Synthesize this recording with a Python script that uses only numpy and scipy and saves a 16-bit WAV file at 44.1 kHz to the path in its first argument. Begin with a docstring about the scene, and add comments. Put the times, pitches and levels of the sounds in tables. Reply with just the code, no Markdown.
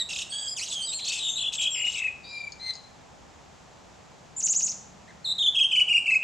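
"""A nasal call opens over a faint steady rumble and hiss: caged thrushes among leaves, close to hard walls.
One twitters fast, both sides of its syrinx gliding at once and modulating each other; then it purrs.
Two falling phrases of scooped whistles ring out, with a high looping trill between them.
Ringing wires tick under claws; a filtered-noise drone swells far off and one distant chirp answers.
Echoes and decaying noise tails place birds and cage near leaves and walls."""
import sys
import numpy as np
from scipy import signal
from scipy.fft import rfft, irfft
from scipy.io import wavfile
from scipy.ndimage import uniform_filter1d

SR = 44100
rng = np.random.default_rng(int(sys.argv[2]) if len(sys.argv) > 2 else 0)


def output_pcm(signal):
    """Save a mono or channel-first signal as 16-bit PCM at the path in sys.argv[1].

    Samples are clipped to [-1, 1] before scaling.
    """
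    pcm = np.clip(np.atleast_2d(signal).T, -1, 1) * 32767
    wavfile.write(sys.argv[1], SR, np.round(pcm).astype(np.int16))


N = 274743
TIME = np.arange(N) / SR
CUTOFF_HZ = 15700
STEADY = np.zeros(N)   # no bend, no wobble


def from_db(db):
    """Decibels to gain."""
    return 10 ** (np.asarray(db) / 20)


def rms_one(x):
    """Scale to unit rms."""
    return x / np.sqrt(np.mean(x ** 2) + 1e-20)


def at_hz(points, hz):
    """Read a spectrum on a log-frequency axis."""
    freqs, values = np.transpose(points)
    return np.interp(np.log(np.maximum(hz, 1)), np.log(freqs), values)


def butter(order, hz, kind, x):
    """Shape a sound with a Butterworth filter."""
    return signal.sosfilt(signal.butter(order, hz, kind, fs=SR, output="sos"), x)


def drift(rate_hz):
    """Random wavering up to the given rate; spread 1."""
    noise = rng.standard_normal(N + 4000)
    return rms_one(butter(2, min(rate_hz, 5000), "low", noise)[4000:])   # skip the filter's start


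def zigzag(rate_hz, unevenness=.3):
    """Muscle flutter: quick, uneven sweeps up and down."""
    uneven_rate_hz = rate_hz * np.exp(unevenness * drift(rate_hz))
    return np.sin(2 * np.pi * np.cumsum(uneven_rate_hz) / SR)


# how well throat and beak pass each partial: (frequency [Hz], level [dB])
THROAT_AND_BEAK = [(1600, -2.5), (2200, -6.5), (2800, 1.5), (5200, -3.5), (7500, 1), (8500, -1.5),
                   (10000, -14.5), (12000, -20), (15500, -33)]
# second to fifth partial, before each note's own overtone level: (level [dB])
PARTIALS_DB = [3, -1.5, -6.5, -9.5]


def syrinx(hz, level_db, overtone_db, even_db=0):
    """A vibrating membrane: a tone and overtones through throat and beak; a symmetric swing weakens even ones."""
    phase = 2 * np.pi * np.cumsum(hz) / SR
    out = from_db(at_hz(THROAT_AND_BEAK, hz)) * np.sin(phase)
    for k, db in enumerate(PARTIALS_DB, 2):
        partial_db = overtone_db + db + even_db * (k % 2 == 0) + at_hz(THROAT_AND_BEAK, k * hz)
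        out += from_db(partial_db) * np.sin(k * phase) * (k * hz < CUTOFF_HZ)
    return np.sqrt(2) * from_db(level_db) * out


def add(out, start, end, hz0, hz1, db, swell_db, overtone_db, bend, wobble_db,
        even_db=0, arch=0, edge_s=0.0022):
    """Add one gliding note; arch lowers both ends, bend (log pitch) and wobble_db move it moment by moment."""
    span = slice(max(0, int((start - edge_s) * SR)), int((end + edge_s) * SR))
    t = TIME[span]
    along = np.clip((t - start) / (end - start), 0, 1)
    from_edge = np.minimum(t - start, end - t) + edge_s
    gate = np.sin(np.pi / 2 * np.clip(from_edge / (2 * edge_s), 0, 1)) ** 2
    hz = (hz0 + (hz1 - hz0) * along) * np.exp(bend[span] - arch * (2 * along - 1) ** 2)
    level_db = db + swell_db * (along - .5) + wobble_db[span]
    out[span] += gate * syrinx(hz, level_db, np.broadcast_to(overtone_db, N)[span], even_db)


# background spectrum, relative: (frequency [Hz], level [dB per Hz])
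AIR_SPECTRUM = [(15, -43.5), (30, -14.5), (70, -2.5), (112, -5), (170, -2.5), (330, -10), (780, -6),
                (1500, -15.5), (2100, -17.5), (4500, -22.5), (7300, -21.5), (9000, -38), (12000, -45.5),
                (15500, -64)]
# how alike left and right are: (frequency [Hz], correlation [-1 to 1])
AIR_WIDTH = [(40, 0.94), (300, 0.011), (700, 0.31), (7000, 0.79)]


def air(level_db=-51):
    """Steady distant rumble and faint hiss: shaped noise, widest in the low middle."""
    hz = np.fft.rfftfreq(N, 1 / SR)
    mid, side = rfft(rng.standard_normal((2, N))) * from_db(at_hz(AIR_SPECTRUM, hz))
    alike = np.clip(at_hz(AIR_WIDTH, hz), -1, 1)
    stereo = np.sqrt(1 + alike) * mid + np.sqrt(1 - alike) * side * [[1], [-1]]
    return from_db(level_db) * rms_one(irfft(stereo, N))


def twitter(coupling=2.4):
    """Both sides of the syrinx sound at once and modulate each other into sum and difference tones."""
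    rasps, flicks = rattles()
    low = rasps + soft_notes() + squawk() + purr()
    high = flicks + thin_notes()
    return low + high + coupling * butter(2, 8000, "low", low * high)


# nasal notes, pitches before the arch: (start [s], end [s], start pitch [Hz], end pitch [Hz],
# level [dB], swell [dB], undertone re note [dB], overtones [dB])
NASAL_CALLS = [(-.01, 0.028, 3957, 3704, -27, -8.5, -17.5, -15.5),
               (0.321, 0.482, 3348, 3323, -36, -2.5, -18, -17),
               (2.596, 2.712, 4084, 4177, -37.5, 17, -6.5, -24)]
# soft slurs, pitches before the arch: (start [s], end [s], start pitch [Hz], end pitch [Hz],
# mid-note level [dB], arch [log pitch, about share of pitch; below 0 it dips])
SOFT_SLURS = [(0.093, 0.133, 2820, 2640, -36.5, 0.016), (0.203, 0.217, 2820, 2800, -36.5, 0.052),
              (0.307, 0.486, 4534, 4895, -42.5, 0.011), (0.476, 0.541, 4974, 4960, -34.5, 0.019),
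              (0.711, 0.749, 3600, 3290, -38, 0), (0.75, 0.855, 3222, 3050, -35.5, -0.035),
              (0.822, 0.915, 4660, 5000, -39.5, 0.047), (0.871, 0.932, 3600, 3764, -37.5, -0.12),
              (0.929, 0.993, 4337, 4260, -36, 0.051), (1.102, 1.199, 2760, 2667, -39, .06),
              (1.236, 1.352, 3663, 3575, -35, 0.031), (1.285, 1.353, 6340, 6400, -43.5, -0.013),
              (1.356, 1.428, 3856, 4110, -36.5, 0.034), (1.722, 1.795, 5710, 4650, -44.5, -.05)]


def soft_notes(jitter=0.013, shimmer_db=2.0, nasal_arch=0.0217, undertone_overtone_db=-14):
    """The lower side sings curved slurs; in nasal notes every second swing differs: an undertone an octave down."""
    out, shake, shimmer = np.zeros(N), jitter * drift(230), shimmer_db * drift(280)
    for *note, arch in SOFT_SLURS:
        add(out, *note, -5.5, -13, shake, shimmer, arch=arch, edge_s=0.0044)   # fades; few overtones
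    for start, end, hz0, hz1, db, swell_db, undertone_db, overtone_db in NASAL_CALLS:
        add(out, start, end, hz0, hz1, db, swell_db, overtone_db, shake, shimmer, arch=nasal_arch, edge_s=.005)
        add(out, start, end, hz0 / 2, hz1 / 2, db + undertone_db, swell_db, undertone_overtone_db,
            shake, shimmer, arch=nasal_arch)
    return out


# runs of strokes: (first stroke [s], strokes [count], gap [s], rise [s], fall [s], flick level [dB],
# rasp delay [s], rasp length [s], rasp pitch [Hz], rasp level [dB],
# rasp growth [dB per stroke]; flicks grow half as much)
RATTLE_RUNS = [(0.092, 5, 0.028, 0.0027, .017, -40, 0.017, 0.014, 3131, -37, 1),
               (0.647, 3, 0.04, 0.0093, .02, -39.5, -0.0067, 0.022, 3334, -43, 2.5),
               (0.936, 2, .063, .004, .004, -47, -0.0035, 0.016, 2783, -40.5, -1),
               (1.058, 2, 0.032, 0.018, .01, -38, 0.0015, .028, 3084, -42.5, 6),
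               (1.134, 3, .027, 0.014, 0.0078, -37, -.002, .032, 2954, -33.5, -5),
               (1.54, 2, 0.086, 0.011, 0.016, -39.5, .002, 0.038, 3210, -37.5, 1.5),
               (1.871, 5, .03, 0.025, .002, -46, -0.0014, .018, 3150, -43.5, 1.07)]


def rattles(sweep=0.1997, sweep_hz=70, rasp=0.021, shimmer_db=2.5, rasp_overtone_db=-8,
            flick_overtone_db=-13, flick_jitter=0.022, flick_arch=0.0406, uneven_pitch=0.0356):
    """In quick uneven strokes the upper side flicks up and down, the lower rasps; returns (lower, upper)."""
    foot_hz, top_hz = 3600, 7375   # before the arch
    low, high = np.zeros((2, N))
    shake = sweep * zigzag(sweep_hz) + rasp * drift(850)
    shimmer = shimmer_db * drift(300)
    tremble = flick_jitter * drift(370) + uneven_pitch * drift(19)
    for first, count, gap, rise, fall, flick_db, delay, length, hz, rasp_db, growth_db in RATTLE_RUNS:
        for k in range(round(count)):
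            at, gain_db = first + k * gap, k * growth_db
            stroke_db = flick_db + gain_db / 2
            add(high, at - rise, at, foot_hz, top_hz, stroke_db, 0, flick_overtone_db,
                tremble, shimmer, arch=flick_arch)
            add(high, at, at + fall, top_hz, foot_hz, stroke_db, 0, flick_overtone_db,
                tremble, shimmer, arch=flick_arch)
            middle = at + delay
            add(low, middle - length / 2, middle + length / 2, hz, hz, rasp_db + gain_db, 0,
                rasp_overtone_db, shake, shimmer, edge_s=.004)
    return low, high


# (start [s], end [s], start pitch [Hz], end pitch [Hz], level [dB], warble [0-1])
THIN_WHISTLES = [(.295, .541, 8230, 7310, -41, 0.11), (.698, .751, 7800, 7740, -40.5, 0.1),
                 (.808, .984, 8240, 7260, -38.5, 0.05), (1.062, 1.222, 7620, 7920, -43, .25),
                 (1.224, 1.43, 7580, 7170, -43, 0), (1.545, 1.645, 7710, 7280, -38.5, 0.04),
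                 (1.704, 1.872, 7477, 7310, -39, 0), (1.873, 1.997, 7390, 7760, -44.5, 0)]


def thin_notes(warble_depth=0.19, warble_hz=44, shimmer_db=1, overtone_db=-10):
    """The upper side holds very high, nearly pure tones."""
    out, warble, shimmer = np.zeros(N), warble_depth * zigzag(warble_hz), shimmer_db * drift(98)
    for *note, amount in THIN_WHISTLES:
        add(out, *note, 0, overtone_db, amount * warble, shimmer)
    return out


# turning points of the squawk: (start [s], lowest point [s], end [s])
SQUAWK_TIMES = (.564, .6, .641)


def squawk(roughness=0.047, level_db=-38.5, overtone_db=1, swell_db=3):
    """One hoarse note, rich in overtones, dives and climbs again."""
    turn_hz = (3470, 2003, 3210)   # pitch at the turning points, before roughness
    out, shake = np.zeros(N), roughness * drift(300)
    for start, end, hz0, hz1 in zip(SQUAWK_TIMES, SQUAWK_TIMES[1:], turn_hz, turn_hz[1:]):
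        add(out, start, end, hz0, hz1, level_db, swell_db, overtone_db, shake, STEADY)
    return out


# whistles of the two falling phrases, each a run of scoops:
# (first scoop [s], scoops [count], gap [s], lengthening of last gap [share], pitch [Hz],
# sag [share of pitch], mid-note level [dB], scoop depth [share of pitch])
PHRASE_WHISTLES = [(1.003, 5, 0.02, 0.32, 4286, -0.12, -33.5, 0.29),
                   (1.198, 6, .018, 0.0048, 3835, 0.076, -30.5, 0.23),
                   (1.385, 6, .018, 0.062, 3480, 0.011, -29.5, 0.22),
                   (1.593, 5, 0.019, 0, 3314, -0.011, -25.5, 0.29),
                   (1.758, 6, .0176, 0.96, 2869, -0.013, -27.5, .27),
                   (1.96, 6, .0176, 0.91, 2657, 0.11, -28.5, .24),
                   (5.259, 5, 0.013, .15, 4003, 0.022, -26, .11),
                   (5.394, 3, .037, 0.045, 3627, 0.098, -23, .15),
                   (5.558, 3, .0378, 0.093, 3262, 0.038, -21.5, .22),
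                   (5.723, 3, 0.038, 0.075, 3034, 0.059, -20.5, 0.25),
                   (5.895, 3, 0.039, 0.0095, 2842, 0.041, -19.5, 0.2),
                   (6.071, 3, .038, 0.025, 2650, 0.076, -20, 0.21),
                   (6.237, 3, .038, 0, 2506, 0.052, -23, 0.16)]


def falling_phrases(jitter=0.0072, slack_db=-28, overtone_db=-25, slack_overtone_db=50, even_db=-6,
                    press_db=30, press_hz=3100, loud_db=-21, loud_brightens=0.64,
                    lead=.07, lead_s=0.00554, uneven_depth=.1):
    """Loud stepwise-falling whistles; in each scoop the membrane slackens: lower, weaker, reedier."""
    usual_gap_s, scoop_half_s = .03, .0055   # scoop and final hold last longer when the beat is slower
    before_s, hold_s, swell_db = .012, 0.0207, 5.5   # before first scoop, after last; growth over the note
    out, shake, whim = np.zeros(N), jitter * drift(130), np.exp(uneven_depth * drift(15.4))
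    for first, count, gap, slowing, hz, sag, db, depth in PHRASE_WHISTLES:
        gaps = gap * (1 + slowing * np.linspace(0, 1, round(count) - 1) ** 3)
        scoops = first + np.append(0, np.cumsum(gaps))
        start = first - before_s
        end = scoops[-1] + hold_s * np.sqrt(gaps[-1] / usual_gap_s)
        nearest = np.searchsorted((scoops[1:] + scoops[:-1]) / 2, TIME)
        from_scoop = TIME - scoops[nearest]
        closeness = np.exp(-np.minimum((from_scoop / scoop_half_s) ** 2 * usual_gap_s / gap, 20))
        slack = depth * whim * closeness
        entry = lead * np.exp(-np.clip((TIME - start) / lead_s, 0, 20))   # slides in from above
        # high and loud notes are brighter
        pressed_db = press_db * np.log(hz / press_hz) + loud_brightens * (db - loud_db)
        add(out, start, end, hz * (1 + sag / 2), hz * (1 - sag / 2), db, swell_db,
            overtone_db + pressed_db + slack_overtone_db * slack,
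            np.log(1 - slack) + entry + shake, slack_db * slack, even_db, edge_s=0.0036)
    return out


# stages of the purr: (start [s], breaks into pulses [s], end [s])
PURR_TIMES = (2.24, 2.379, 2.482)
# buzzing tones above it, before arch and fade: (pitch [Hz], level [dB])
PURR_BUZZES = [(4870, -48.5), (3970, -52.5)]


def purr(overtone_db=-23, chop_db=28, pulse_bend=0.0412, buzz_depth=0.038, buzz_hz=65,
         buzz_fade_db=-4, buzz_shimmer_db=3, arch=0.065):
    """A quiet low note swells under two buzzing tones, then breaks into pulses."""
    base_hz, level_db, swell_db, pulses_per_s = 2427, -31.5, 18.5, 30.3
    out, (start, breaks, end) = np.zeros(N), PURR_TIMES
    closed = np.sin(np.pi * np.maximum(TIME - breaks, 0) * pulses_per_s) ** 2
    effort_db = np.interp(TIME, [start, breaks], [-swell_db, 0]) - chop_db * closed ** 2
    add(out, start, end, base_hz * (1 + pulse_bend), base_hz, level_db, 0, overtone_db,
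        pulse_bend * (closed - 1), effort_db)
    for hz, db in PURR_BUZZES:
        add(out, start, (breaks + end) / 2, hz, hz, db, buzz_fade_db, -30,
            buzz_depth * zigzag(buzz_hz), buzz_shimmer_db * drift(170), arch=arch, edge_s=0.014)
    return out


# claws on the cage: (time [s], level before touch and mode levels [dB])
CLAW_TICKS = [(2.5213, -32.5), (2.736, -34), (2.7539, -35)]
# ringing modes of the wires: (frequency [Hz], level [dB], 60 dB decay [s])
CAGE_MODES = [(4470, 3, .03), (5000, 4, 0.024), (6670, 7.5, 0.0066)]


def claws(touch_db=-6):
    """Each touch sets the cage wires ringing briefly, their balance varying at random."""
    out, t = np.zeros(N), TIME[:SR // 10]
    onset = 1 - np.exp(-t / 0.00034)
    for s, db in CLAW_TICKS:
        at = int(s * SR)
        for hz, mode_db, t60 in CAGE_MODES:
            ring_db = touch_db + db + mode_db + rng.normal(0, 2.1) - 60 * t / t60
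            out[at:at + len(t)] += from_db(ring_db) * np.sin(2 * np.pi * hz * t) * onset
    return out


def far_drone(level_db=-59, peak_s=4.9, spread_s=0.63):
    """A low drone of band-passed noise swells and fades in the distance."""
    band = butter(2, [150, 215], "band", rng.standard_normal(N))
    return from_db(level_db) * np.exp(-((TIME - peak_s) / spread_s) ** 2) * rms_one(band)


# one loop, trough to trough, before smoothing and effort: (share of loop [0-1], pitch [Hz], level [dB])
LOOP_SHAPE = [(0, 2524, -33), (0.059, 3006, -37), (.15, 5680, -4.5), (0.331, 6533, -3), (0.521, 7045, -2),
              (0.611, 8250, -16.5), (0.699, 7200, -5.5), (.82, 6475, -0.5), (0.938, 3083, -27.5),
              (1.001, 2587, -13)]
# moments of the troughs: (time [s])
LOOP_TROUGHS = [4.35, 4.418, 4.477, 4.539, 4.61, 4.682, 4.726, 4.789]
# effort over the trill, added to the loop: (time [s], level [dB], pitch [factor])
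TRILL_EFFORT = [(4.359, -76, 1.43), (4.366, -31, 1.17), (4.377, -33.5, 1.05), (4.394, -24, 1.04),
                (4.411, -28.5, 1.02), (4.445, -20, 1.017), (4.658, -22.5, 1), (4.7, -25.5, 0.93),
                (4.732, -32.5, 0.78), (4.738, -70, 1.3)]


def trill(overtone_db=-27, jitter=0.013):
    """The pitch loops up to a thin peak and plunges, about sixteen times a second."""
    s, db, factor = np.transpose(TRILL_EFFORT)
    span = slice(int(s[0] * SR), int(s[-1] * SR))
    t, out = TIME[span], np.zeros(N)
    along = np.interp(t, LOOP_TROUGHS, np.arange(len(LOOP_TROUGHS))) % 1
    share, loop_hz, loop_db = np.transpose(LOOP_SHAPE)
    dip_db = np.interp(along, share, loop_db)
    smooth_hz = uniform_filter1d(np.interp(along, share, loop_hz), size=100)
    hz = smooth_hz * np.interp(t, s, factor) * (1 + jitter * drift(230)[span])
    # the troughs are weak and reedy
    out[span] = syrinx(hz, np.interp(t, s, db) + dip_db, overtone_db - dip_db)
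    return out


def far_chirp(level_db=-49):
    """A distant bird gives one arched note."""
    out = np.zeros(N)
    add(out, 5.078, 5.115, 2200, 1950, level_db, 0, -20, STEADY, STEADY, arch=0.26)
    return out


# echoes from near surfaces: (delay [s], level [dB])
NEAR_ECHOES = [(.0023, -16.5), (.0057, -13), (0.0114, -19)]


def surroundings(x, early_width=0.14, late_width=0.18, treble_width=5, wide_hz=8000):
    """Near surfaces echo, leaves and bars scatter, the walls leave a short tail."""
    t = TIME[:int(.7 * SR)]
    response = np.zeros((2, len(t)))
    # scatter, then walls: (60 dB decay [s], level [dB], width)
    for t60, db, width in [(0.036, -5, early_width), (0.5, -8.5, late_width)]:
        mid, side = rng.standard_normal((2, len(t)))
        # the top scatters more widely
        side = side + treble_width * butter(6, wide_hz, "high", rng.standard_normal(len(t)))
        decay = from_db(-60 * t / t60) * (1 - np.exp(-t / 0.011))
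        stereo = mid + width * side * [[1], [-1]]
        response += from_db(db) * stereo * decay / np.linalg.norm(decay)
    for delay, db in NEAR_ECHOES:
        response[:, int(delay * SR)] += from_db(db)
    return x + signal.fftconvolve(x[None], response, axes=1)[:, :N]


# where birds and cage stand as the microphone turns: (time [s], left minus right [dB])
STEREO_BEARING = [(.8, -1), (1.2, 2), (2.8, 3.5), (4.2, .3)]


def scene():
    """Birds and cage in their surroundings, over the background."""
    birds = twitter() + falling_phrases() + trill() + far_chirp()
    pan = from_db(np.interp(TIME, *np.transpose(STEREO_BEARING)) / 2 * [[1], [-1]])
    return pan * surroundings(birds + claws()) + air() + far_drone()


def record(dry):
    """The top is cut steeply."""
    return signal.sosfilt(signal.ellip(10, .1, 80, CUTOFF_HZ, fs=SR, output="sos"), dry)


dry = scene()
out = record(dry)
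output_pcm(out)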